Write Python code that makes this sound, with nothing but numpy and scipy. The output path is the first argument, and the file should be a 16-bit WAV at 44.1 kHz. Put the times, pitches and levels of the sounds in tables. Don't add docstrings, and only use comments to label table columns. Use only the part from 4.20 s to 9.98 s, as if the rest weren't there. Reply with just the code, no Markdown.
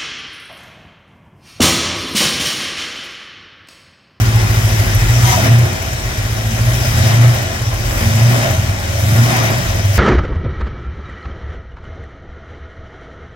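import sys
import numpy as np
from scipy import signal
from scipy.fft import rfft, irfft, next_fast_len
from scipy.io import wavfile
from scipy.ndimage import uniform_filter1d, map_coordinates

SR = 44100
rng = np.random.default_rng(int(sys.argv[2]) if len(sys.argv) > 2 else 0)


def wav_record(signal):
    frames = np.transpose(np.atleast_2d(signal))
    bounded = np.clip(frames, -1, 1)
    quanta = np.round(bounded * 32767).astype(np.int16)
    wavfile.write(sys.argv[1], SR, quanta)


N = 254898

# (t/s, firing rate/Hz)
SPEED = [(0, 56), (.13, 56.5), (.25, 54.5), (.6, 54), (.73, 51), (.83, 53.5), (.93, 58.5), (1.05, 59.5),
         (1.12, 62), (1.16, 85), (1.2, 92), (1.25, 103), (1.29, 114), (1.32, 117), (1.44, 120.5),
         (1.53, 92), (1.63, 79), (1.73, 67), (1.85, 62.5), (2.03, 58), (2.2, 55), (2.33, 55.5),
         (2.45, 58.5), (2.65, 60.5), (2.73, 78), (2.83, 96), (2.93, 113), (3.02, 118), (3.11, 120.5),
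         (3.22, 94), (3.33, 82), (3.43, 67), (3.53, 64), (3.72, 68), (3.83, 83), (3.93, 103), (4.03, 117),
         (4.15, 121), (4.23, 110), (4.33, 91), (4.43, 81), (4.6, 79), (4.75, 81), (4.83, 87), (4.92, 107),
         (5.02, 118), (5.11, 120), (5.23, 113), (5.33, 106), (5.43, 97), (5.53, 85), (5.63, 81), (5.78, 78)]
# (t/s, load relative to full/dB)
LOAD = [(0, -11), (.15, -2.5), (.3, -8.5), (.5, -6.5), (.65, -7.5), (.85, -5), (1.03, -3), (1.12, 0),
        (1.2, 2), (1.33, 1), (1.43, -6), (1.46, -15), (1.6, -19), (1.75, -17), (2, -14), (2.15, -13.5),
        (2.33, -15), (2.42, -7.5), (2.62, -10), (2.7, -5), (2.8, 5), (2.92, -7), (3.08, -7), (3.13, -25),
        (3.23, 1), (3.33, -38), (3.45, -3), (3.65, -22), (3.78, -16), (3.88, 1), (4.02, -12), (4.12, -14),
        (4.22, -21), (4.32, -6), (4.5, -7), (4.6, -19), (4.76, -10), (4.9, 2.5), (5, 1.5), (5.08, -22),
        (5.13, -19), (5.25, -5), (5.4, -5), (5.57, -16), (5.78, -5.5)]
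CYLINDERS = [-1, -9, -9.5, 4.5, 2.5, -3, -9.5, -7.5]

# (t/s, firing note level/dB, level of the note two multiples higher/dB)
NOTE_LEVELS = [(0, -19.5, -32), (1.1, -19.5, -32), (1.18, -19, -16), (1.25, -12.5, -30), (1.31, -8, -32),
               (1.37, -8, -32), (1.42, -10.5, -32), (1.46, -19, -32), (1.6, -26, -27), (1.8, -29, -30),
               (2.5, -21, -32), (2.68, -27, -24), (2.77, -18, -16), (2.84, -12.5, -14), (2.92, -10, -28),
               (3.06, -7, -34), (3.1, -9, -32), (3.14, -19, -30), (3.25, -18, -28), (3.32, -27, -28),
               (3.45, -32, -28), (3.78, -26, -28), (3.86, -17, -16.5), (3.92, -11.5, -22),
               (4.02, -8.5, -34), (4.13, -11, -34), (4.25, -21, -21), (4.33, -17, -19), (4.5, -30, -16),
               (4.6, -28, -22), (4.75, -24, -23), (4.86, -16, -15.5), (4.92, -10.5, -30), (5, -9, -34),
               (5.1, -18, -25), (5.25, -17, -34), (5.45, -16, -22), (5.55, -23, -20), (5.68, -33, -16),
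               (5.78, -30, -14)]
# (multiple of the engine cycle, throb 0-1, waver/dB)
NOTE_ORDERS = [(8, .12, 1.4), (10, .15, 2)]
# (multiple of the engine cycle, level at full load/dB, gain per dB of load/dB, throb 0-1)
TONES = [(6, -31, 1, 0.3), (12, -22.5, 0.9, 0.2), (14, -22, 0.35, 0.2), (16, -10.5, 0.9, 0.22),
         (20, -21.5, 1.7, 0.4), (24, -17, 2.0, 0.3)]
# (f/Hz, gain/dB)
OUTLET = [(25, -27), (34, -16), (43, 0), (55, -4), (68, -14), (82, 0.5), (98, -1), (110, 3), (120, 1.4),
          (123, -10.5), (128, -22), (137, -17), (147, -18), (156, -18), (166, -13), (190, -40.5),
          (226, -16), (270, -24), (400, -35)]
WAVER_DB, STUMBLE = 1.2, 0.1
# (t/s, level/dB)
THRUM_LEVEL = [(0.0, -31), (0.87, -17), (0.95, -43), (1.21, -23), (1.3, -46), (1.41, -25.5), (2.08, -25),
               (2.11, -37), (2.78, -20), (2.91, -49), (3.11, -29), (3.4, -35), (3.58, -23), (3.85, -19.5),
               (4.14, -44), (4.35, -25), (5.15, -45), (5.49, -20), (5.7, -29), (5.78, -26)]
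# (multiple of the engine cycle, level over the thrum/dB)
THRUM_ORDERS = [(4, -1.5), (6, 3.5)]

# (t/s, f/Hz)
DUCT_HZ = [(0, 670), (1, 670), (1.1, 714), (1.2, 650), (1.4, 666), (2.6, 660), (2.85, 657), (3.8, 640),
           (3.9, 610), (4.05, 635), (4.2, 660), (4.35, 626), (4.9, 630), (5.08, 700), (5.3, 646),
           (5.78, 635)]
# (f/Hz, width/Hz, level/dB)
DUCT = [(575, 47, -0.5), (652, 85, 0.5), (753, 36, 0.5)]
DUCT_SPREAD_HZ = 96
# (t/s, roar/dB, hiss/dB, sizzle/dB, hollow note over this roar/dB)
AIR = [(0.0, -28, -30.5, -33, -9), (0.06, -27, -30, -36, -16), (0.37, -26, -28.5, -32.5, -6),
       (0.89, -26.5, -28.5, -34, -9), (1.01, -26.5, -24.5, -29.5, -6), (1.13, -23.5, -21, -25, 1),
       (1.16, -25, -23, -31, -4), (1.18, -22.5, -25, -30, 5.5), (1.23, -22.5, -26.5, -31.5, -6.5),
       (1.38, -26, -30.5, -35.5, -2), (1.59, -29.5, -32, -39.5, -5.5), (1.75, -30, -32, -39.5, -3.5),
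       (2.28, -31.5, -31, -37, -4.5), (2.6, -28, -28.5, -33, -2), (2.75, -29, -28, -33, -2.5),
       (2.85, -24.5, -25, -32, 1.5), (3.0, -26, -30, -37, -2.5), (3.15, -27, -29, -36, -0.5),
       (3.38, -31.5, -32, -40.5, -2.5), (3.62, -31, -31, -38.5, -3), (3.85, -26.5, -27.5, -31, -3.5),
       (4.04, -27, -28, -35, 3), (4.15, -24.5, -26.5, -32, -1), (4.27, -24, -29, -34.5, 2.5),
       (4.4, -30, -30.5, -36, -2.5), (4.59, -31, -33, -41, -2.5), (4.88, -29.5, -28.5, -31.5, 2.5),
       (5.1, -23, -26.5, -32.5, -1.5), (5.28, -24.5, -28.5, -36, -1), (5.67, -30.5, -32, -38.5, -1),
       (5.78, -30, -28, -32, -3)]
# (t/s, rise of the roar/dB, rise of the hiss and sizzle/dB)
GASPS = [(1.2, -3, 0.5), (1.259, 5, 1.5), (2.385, 4, 0), (2.655, 3, 2), (2.78, 3, 1.5), (3.04, 3, 1.5),
         (3.12, 0, -0.5), (3.43, 1, -1), (3.53, 4, -1.5), (5.26, 1.5, 1.5)]
GASP_S = 0.021
# (f/Hz, relative level/dB)
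ROAR = [(60, -1), (150, 1.5), (300, -6.5), (600, -10), (1000, -12), (1600, -11), (2500, -14.5), (4000, -25),
        (8000, -41)]
HISS = [(500, -38), (1500, 0), (2500, 0), (3600, -0.5), (4300, -4), (5500, 1), (7000, -3), (8500, -6.5),
        (10000, -6), (12000, -101), (16000, -31)]
SIZZLE = [(7000, -24), (9000, -5), (10200, -4), (11500, 0), (13500, -4), (16000, -4)]
# (f/Hz, width/Hz, level/dB)
BAY = [(335, 35, 1), (366, 14, 6), (524, 14, 6), (800, 120, 3), (1012, 20, 3), (1086, 20, 5), (1420, 60, 2),
       (1720, 90, -1), (1920, 140, 3), (2100, 60, 2), (2400, 200, 1), (3080, 180, 0), (3750, 200, -2),
       (5130, 260, 0), (6080, 220, 1)]

# (t/s, level/dB)
HUM = [(0.0, -32), (1.09, -38), (1.13, -32), (1.33, -23.5), (1.51, -56), (2.28, -34.5), (2.32, -29.5),
       (2.61, -41.5), (2.96, -23.5), (3.06, -39), (3.77, -36), (3.83, -25), (4.23, -27.5), (4.31, -38),
       (4.75, -33.5), (4.78, -41), (5.04, -25), (5.78, -40)]
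# (f/Hz, width/Hz, level/dB)
UPPER = [(165, 9, -4.5), (214, 17, -3.5), (227.1, 6.2, 1), (267.3, 7.6, -4)]
# (f/Hz, width/Hz, level/dB)
DEEP = [(41.9, 2.7, 0)]
DEEP_DB = 0.5
# (f/Hz, width/Hz, level/dB)
BOOM = [(119.5, 4.6, -0.88), (97.7, 5, -0.12)]
BOOM_DB, BOOM_GROWS = -20.5, 0.36

RATTLE_DB, RATTLE_SCATTER_DB, RATTLE_JITTER_S = -4.5, 5, .0015
# (f/Hz, relative level/dB)
TICK = [(4000, -42), (8000, 17), (10300, -20), (11400, 32), (12500, -4), (16000, 2)]
KNOCK = [(900, -9), (1500, 6), (2200, 12.5), (2900, -36), (3800, -3), (6000, -2.5)]
TICK_DB, KNOCK_DB = 2, 6
TICK_PHASE, TICK_SCATTER_DB = 0.089, 2.5

# (f/Hz, width/Hz, level/dB)
PIPE = [(40.7, 4.5, -18), (84, 6.8, -1), (99.3, 20.5, -1), (123.6, 6.4, 2.5), (169, 9.4, -12),
        (240, 13, -21), (261.7, 6.6, -17)]
THUD_DB, THUD_GROWS = -17.5, 0.56

# (middle t/s, half length to 1/e/s, bark level/dB, bright rush over the bark/dB)
BLASTS = [(1.107, 0.08, -20.5, -3), (2.85, .07, -36, 0), (4.15, 0.15, -29, -11), (5.174, 0.077, -22, -10)]
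# (f/Hz, width/Hz, level/dB)
THROAT = [(722, 60, 3), (905, 50, 3), (980, 55, 7), (1170, 110, 3), (1270, 62, 6.5)]
# (f/Hz, width/Hz, level/dB)
VENTURI = [(2120, 65, 2.5), (2390, 58, -3.5), (3760, 89, -11.5), (4760, 300, -8.5), (6150, 500, -1)]
# (t/s, f/Hz, starting level before the soft onset/dB, time to fall 60 dB/s)
PING = [(5.2, 2160, -18, .55)]

# (f/Hz, likeness 0-1)
ALIKE = [(60, .96), (130, .95), (290, .62), (640, .35), (1400, .35), (3100, .33), (6000, .25), (9000, .65),
         (13000, .82)]
# (f/Hz, left over right level/dB)
LEAN = [(60, 0.0), (92, 0.0), (140, 0.0), (210, -1.5), (330, -0.5), (500, 0.0), (770, 0.0), (1170, 2.0),
        (1790, 2.5), (2740, 3.0), (4190, 5.0), (6410, 8.0), (9810, -0.5), (15000, 0.0)]
LAG_S, TOP_HZ = .00025, 15850


def amp(db):
    return 10 ** (np.asarray(db) / 20)


def unit(x):
    return x / np.sqrt(np.mean(x ** 2) + 1e-20)


def along(points, hz):
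    f, v = np.transpose(points)
    return np.interp(np.log(hz + 1), np.log(f + 1), v)


def curves(rows):
    s, *cols = np.transpose(rows)
    return [np.interp(np.arange(N) / SR, s, c) for c in cols]


def wobble(rate):
    return map_coordinates(rng.standard_normal(N // 100), [np.arange(N) * rate / SR])


def filtered(x, response):
    m = next_fast_len(N + SR // 2)
    return irfft(rfft(x, m) * response(np.fft.rfftfreq(m, 1 / SR)), m)[..., :N]


def modes(table, f):
    total = 0
    for k, (centre, width, db) in enumerate(table):
        damping = 1j * f * width
        total = total + (-1) ** k * amp(db) * damping / (centre * centre - f * f + damping)
    return total


def rush(colour, patchy_db):
    grid = signal.stft(rng.standard_normal((2, N + 512)), nperseg=512)[2]
    field = uniform_filter1d(rng.standard_normal(grid.shape[1:]), size=6, axis=0)
    field = uniform_filter1d(field, size=10, axis=1)
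    pair = signal.istft(grid * amp(patchy_db * unit(field)), nperseg=512)[1][:, :N]
    turn = lambda hz: np.arccos(np.clip(along(ALIKE, hz), -1, 1)) / 2
    mid, side = filtered(pair, lambda hz: colour(hz) * [np.cos(turn(hz)), np.sin(turn(hz))])
    return unit(np.array([mid + side, mid - side]))


def resonant_rush(table, patchy_db):
    return rush(lambda hz: np.abs(modes(table, hz)) ** 2, patchy_db)


def drone(order, level_db, throb, waver_db, cycle):
    beat = 1 + throb * (np.sin(2 * np.pi * cycle) + np.sin(4 * np.pi * cycle))
    tone = np.sin(2 * np.pi * (order * cycle + rng.random()))
    return np.sqrt(2) * amp(level_db + waver_db * wobble(18)) * beat * tone


def strongest_notes(cycle):
    rows = zip(NOTE_ORDERS, curves(NOTE_LEVELS))
    return sum(drone(order, db, throb, waver_db, cycle) for (order, throb, waver_db), db in rows)


def exhaust_tones(cycle, speed, load_db):
    total = 0
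    for order, db, grows, throb in TONES:
        level_db = db + grows * load_db + along(OUTLET, order * speed)
        total = total + drone(round(order), level_db, throb, WAVER_DB - STUMBLE * load_db, cycle)
    return total


def thrum(cycle, speed, thrum_db):
    total = 0
    for order, db in THRUM_ORDERS:
        level_db = db + thrum_db + along(OUTLET, order * speed)
        total = total + drone(round(order), level_db, 0.22, 2.5, cycle)
    return total


def duct():
    note_hz, = curves(DUCT_HZ)
    total = 0
    for hz, width, db in DUCT:
        near = np.exp(-((note_hz - hz) / DUCT_SPREAD_HZ) ** 2)
        total = total + amp(db) * near * resonant_rush([(hz, width, 0)], patchy_db=2.0)
    return unit(total)


def air(cycle):
    roar_db, hiss_db, sizzle_db, over_db = curves(AIR)
    t = np.arange(N) / SR
    gasp_db = sum(np.outer([low_db, high_db], np.exp(-((t - s) / GASP_S) ** 2)) for s, low_db, high_db in GASPS)
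    roar_db = roar_db + gasp_db[0]
    hiss_db, sizzle_db = hiss_db + gasp_db[1], sizzle_db + gasp_db[1]

    draw = np.array(CYLINDERS)[(len(CYLINDERS) * cycle).astype(int) % len(CYLINDERS)]
    draw_db = uniform_filter1d(draw - draw.mean(), size=200)
    hollow_db = roar_db + over_db + 1.06 * wobble(17) + 0.072 * draw_db
    surge = wobble(14)
    roar_db = roar_db + 5.0 + 0.7 * surge
    hiss_db = hiss_db + 3.0 + 0.13 * surge + 0.067 * wobble(8.9)
    sizzle_db = sizzle_db + 3.0 + 0.73 * surge + 0.26 * wobble(13)

    bay = lambda hz: np.sqrt(1 + sum(np.abs(modes([mode], hz)) ** 2 for mode in BAY))
    roar = amp(roar_db) * rush(lambda hz: amp(along(ROAR, hz)) * bay(hz), patchy_db=1.3)
    hiss = amp(hiss_db) * rush(lambda hz: amp(along(HISS, hz)) * bay(hz), patchy_db=1.53)
    hollow = amp(hollow_db) * duct()
    sizzle = amp(sizzle_db) * rush(lambda hz: amp(along(SIZZLE, hz)), patchy_db=1.5)
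    strokes = np.sin(2 * np.pi * len(CYLINDERS) * cycle)
    return (roar + hiss + sizzle) * amp(0.057 * draw_db) * (1 + 0.038 * strokes) + hollow


def hum(thrum_db):
    hum_db, = curves(HUM)
    upper = amp(hum_db) * resonant_rush(UPPER, patchy_db=0.0)
    deep = amp(thrum_db + DEEP_DB) * resonant_rush(DEEP, patchy_db=2.0)
    return upper + deep


def boom(load_db):
    return amp(BOOM_DB + BOOM_GROWS * load_db) * resonant_rush(BOOM, patchy_db=1.0)


def rattle(cycle):
    roar_db = curves(AIR)[0]
    at = np.flatnonzero(np.diff(np.floor(2 * len(CYLINDERS) * cycle)))
    luck = rng.standard_normal((N // 100, 4))[:len(at)]
    late = np.round(RATTLE_JITTER_S * SR * np.abs(luck[:, 0])).astype(int)
    at = np.minimum(at + late, N - 1)
    sizes = [amp(RATTLE_SCATTER_DB * (luck[:, 1] + luck[:, port]) / 2) for port in (2, 3)]
    taps = np.array([np.bincount(at, size, N) for size in sizes])
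    rung = filtered(taps, lambda hz: modes(BAY, hz) * (1j * hz / (600 + 1j * hz)) ** 2 / (1 + 1j * hz / 3000))
    return amp(roar_db + RATTLE_DB) * unit(rung)


def valve(cycle):
    roar_db, _, sizzle_db, _ = curves(AIR)
    t = np.arange(SR // 20) / SR
    shape = (1 - np.exp(-t / 0.0021)) * amp(-60 * t / 0.073)
    luck = TICK_SCATTER_DB * rng.standard_normal((N // 1000, 2))
    gates = np.zeros((2, N + SR))
    for k, at in enumerate(np.flatnonzero(np.diff(np.floor(cycle - TICK_PHASE)))):
        level_db = [sizzle_db[at] + TICK_DB, roar_db[at] + KNOCK_DB] + luck[k]
        gates[:, at:at + len(t)] += np.outer(amp(level_db), shape)
    tick = rush(lambda hz: amp(along(TICK, hz)), patchy_db=7.0)
    knock = rush(lambda hz: amp(along(KNOCK, hz)), patchy_db=3.0)
    return gates[0, :N] * tick + gates[1, :N] * knock


def firings(cycle, level_db, scatter_db, jitter_s):
    count = np.floor(len(CYLINDERS) * cycle).astype(int)
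    at = np.flatnonzero(np.diff(count))
    luck = rng.standard_normal((len(at), 2))
    late = np.round(jitter_s * SR * np.abs(luck[:, 0])).astype(int)
    size = amp(np.array(CYLINDERS)[count[at] % len(CYLINDERS)] + scatter_db * luck[:, 1])
    puffs = np.bincount(np.minimum(at + late, N - 1), size, N)
    rung = filtered(puffs, lambda hz: modes(PIPE, hz) / (1 + 1j * hz / 300) ** 2)
    return amp(level_db) * unit(rung)


def blast():
    t = np.arange(N) / SR
    bark, bright = sum(np.outer(amp([db, db + over_db]), np.exp(-((t - s) / half) ** 2))
                       for s, half, db, over_db in BLASTS)
    return bark * resonant_rush(THROAT, patchy_db=5.0) + bright * resonant_rush(VENTURI, patchy_db=-1.0)


def ping():
    ring = np.zeros(N)
    for s, hz, db, t60 in PING:
        t = np.maximum(np.arange(N) / SR - s, 0)
        swell = 1 - np.exp(-t / .04)
        ring += amp(db - 60 * t / t60) * swell * np.sin(2 * np.pi * hz * t)
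    return ring


def scene():
    (rate,), (load_db,), (thrum_db,) = curves(SPEED), curves(LOAD), curves(THRUM_LEVEL)
    speed = rate / len(CYLINDERS)
    cycle = np.cumsum(speed) / SR
    tones = strongest_notes(cycle) + exhaust_tones(cycle, speed, load_db) + thrum(cycle, speed, thrum_db)
    flow = air(cycle) + hum(thrum_db) + boom(load_db)
    valve_gear = rattle(cycle) + valve(cycle)
    thuds = firings(cycle, THUD_DB + THUD_GROWS * load_db, scatter_db=4.0, jitter_s=0.00074)
    return tones + flow + valve_gear + thuds + blast() + ping()


def record(dry):
    balance = lambda hz: amp(np.outer([.5, -.5], along(LEAN, hz)))
    delay = lambda hz: np.exp(np.outer([-1j, 1j], np.pi * hz * LAG_S))
    x = filtered(dry, lambda hz: balance(hz) * delay(hz) * (1j * hz / (30 + 1j * hz)) ** 3)
    x = x / (1 + np.abs(x / .95) ** 6) ** (1 / 6)
    return filtered(x, lambda hz: hz < TOP_HZ)


dry = scene()
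out = record(dry)
wav_record(out)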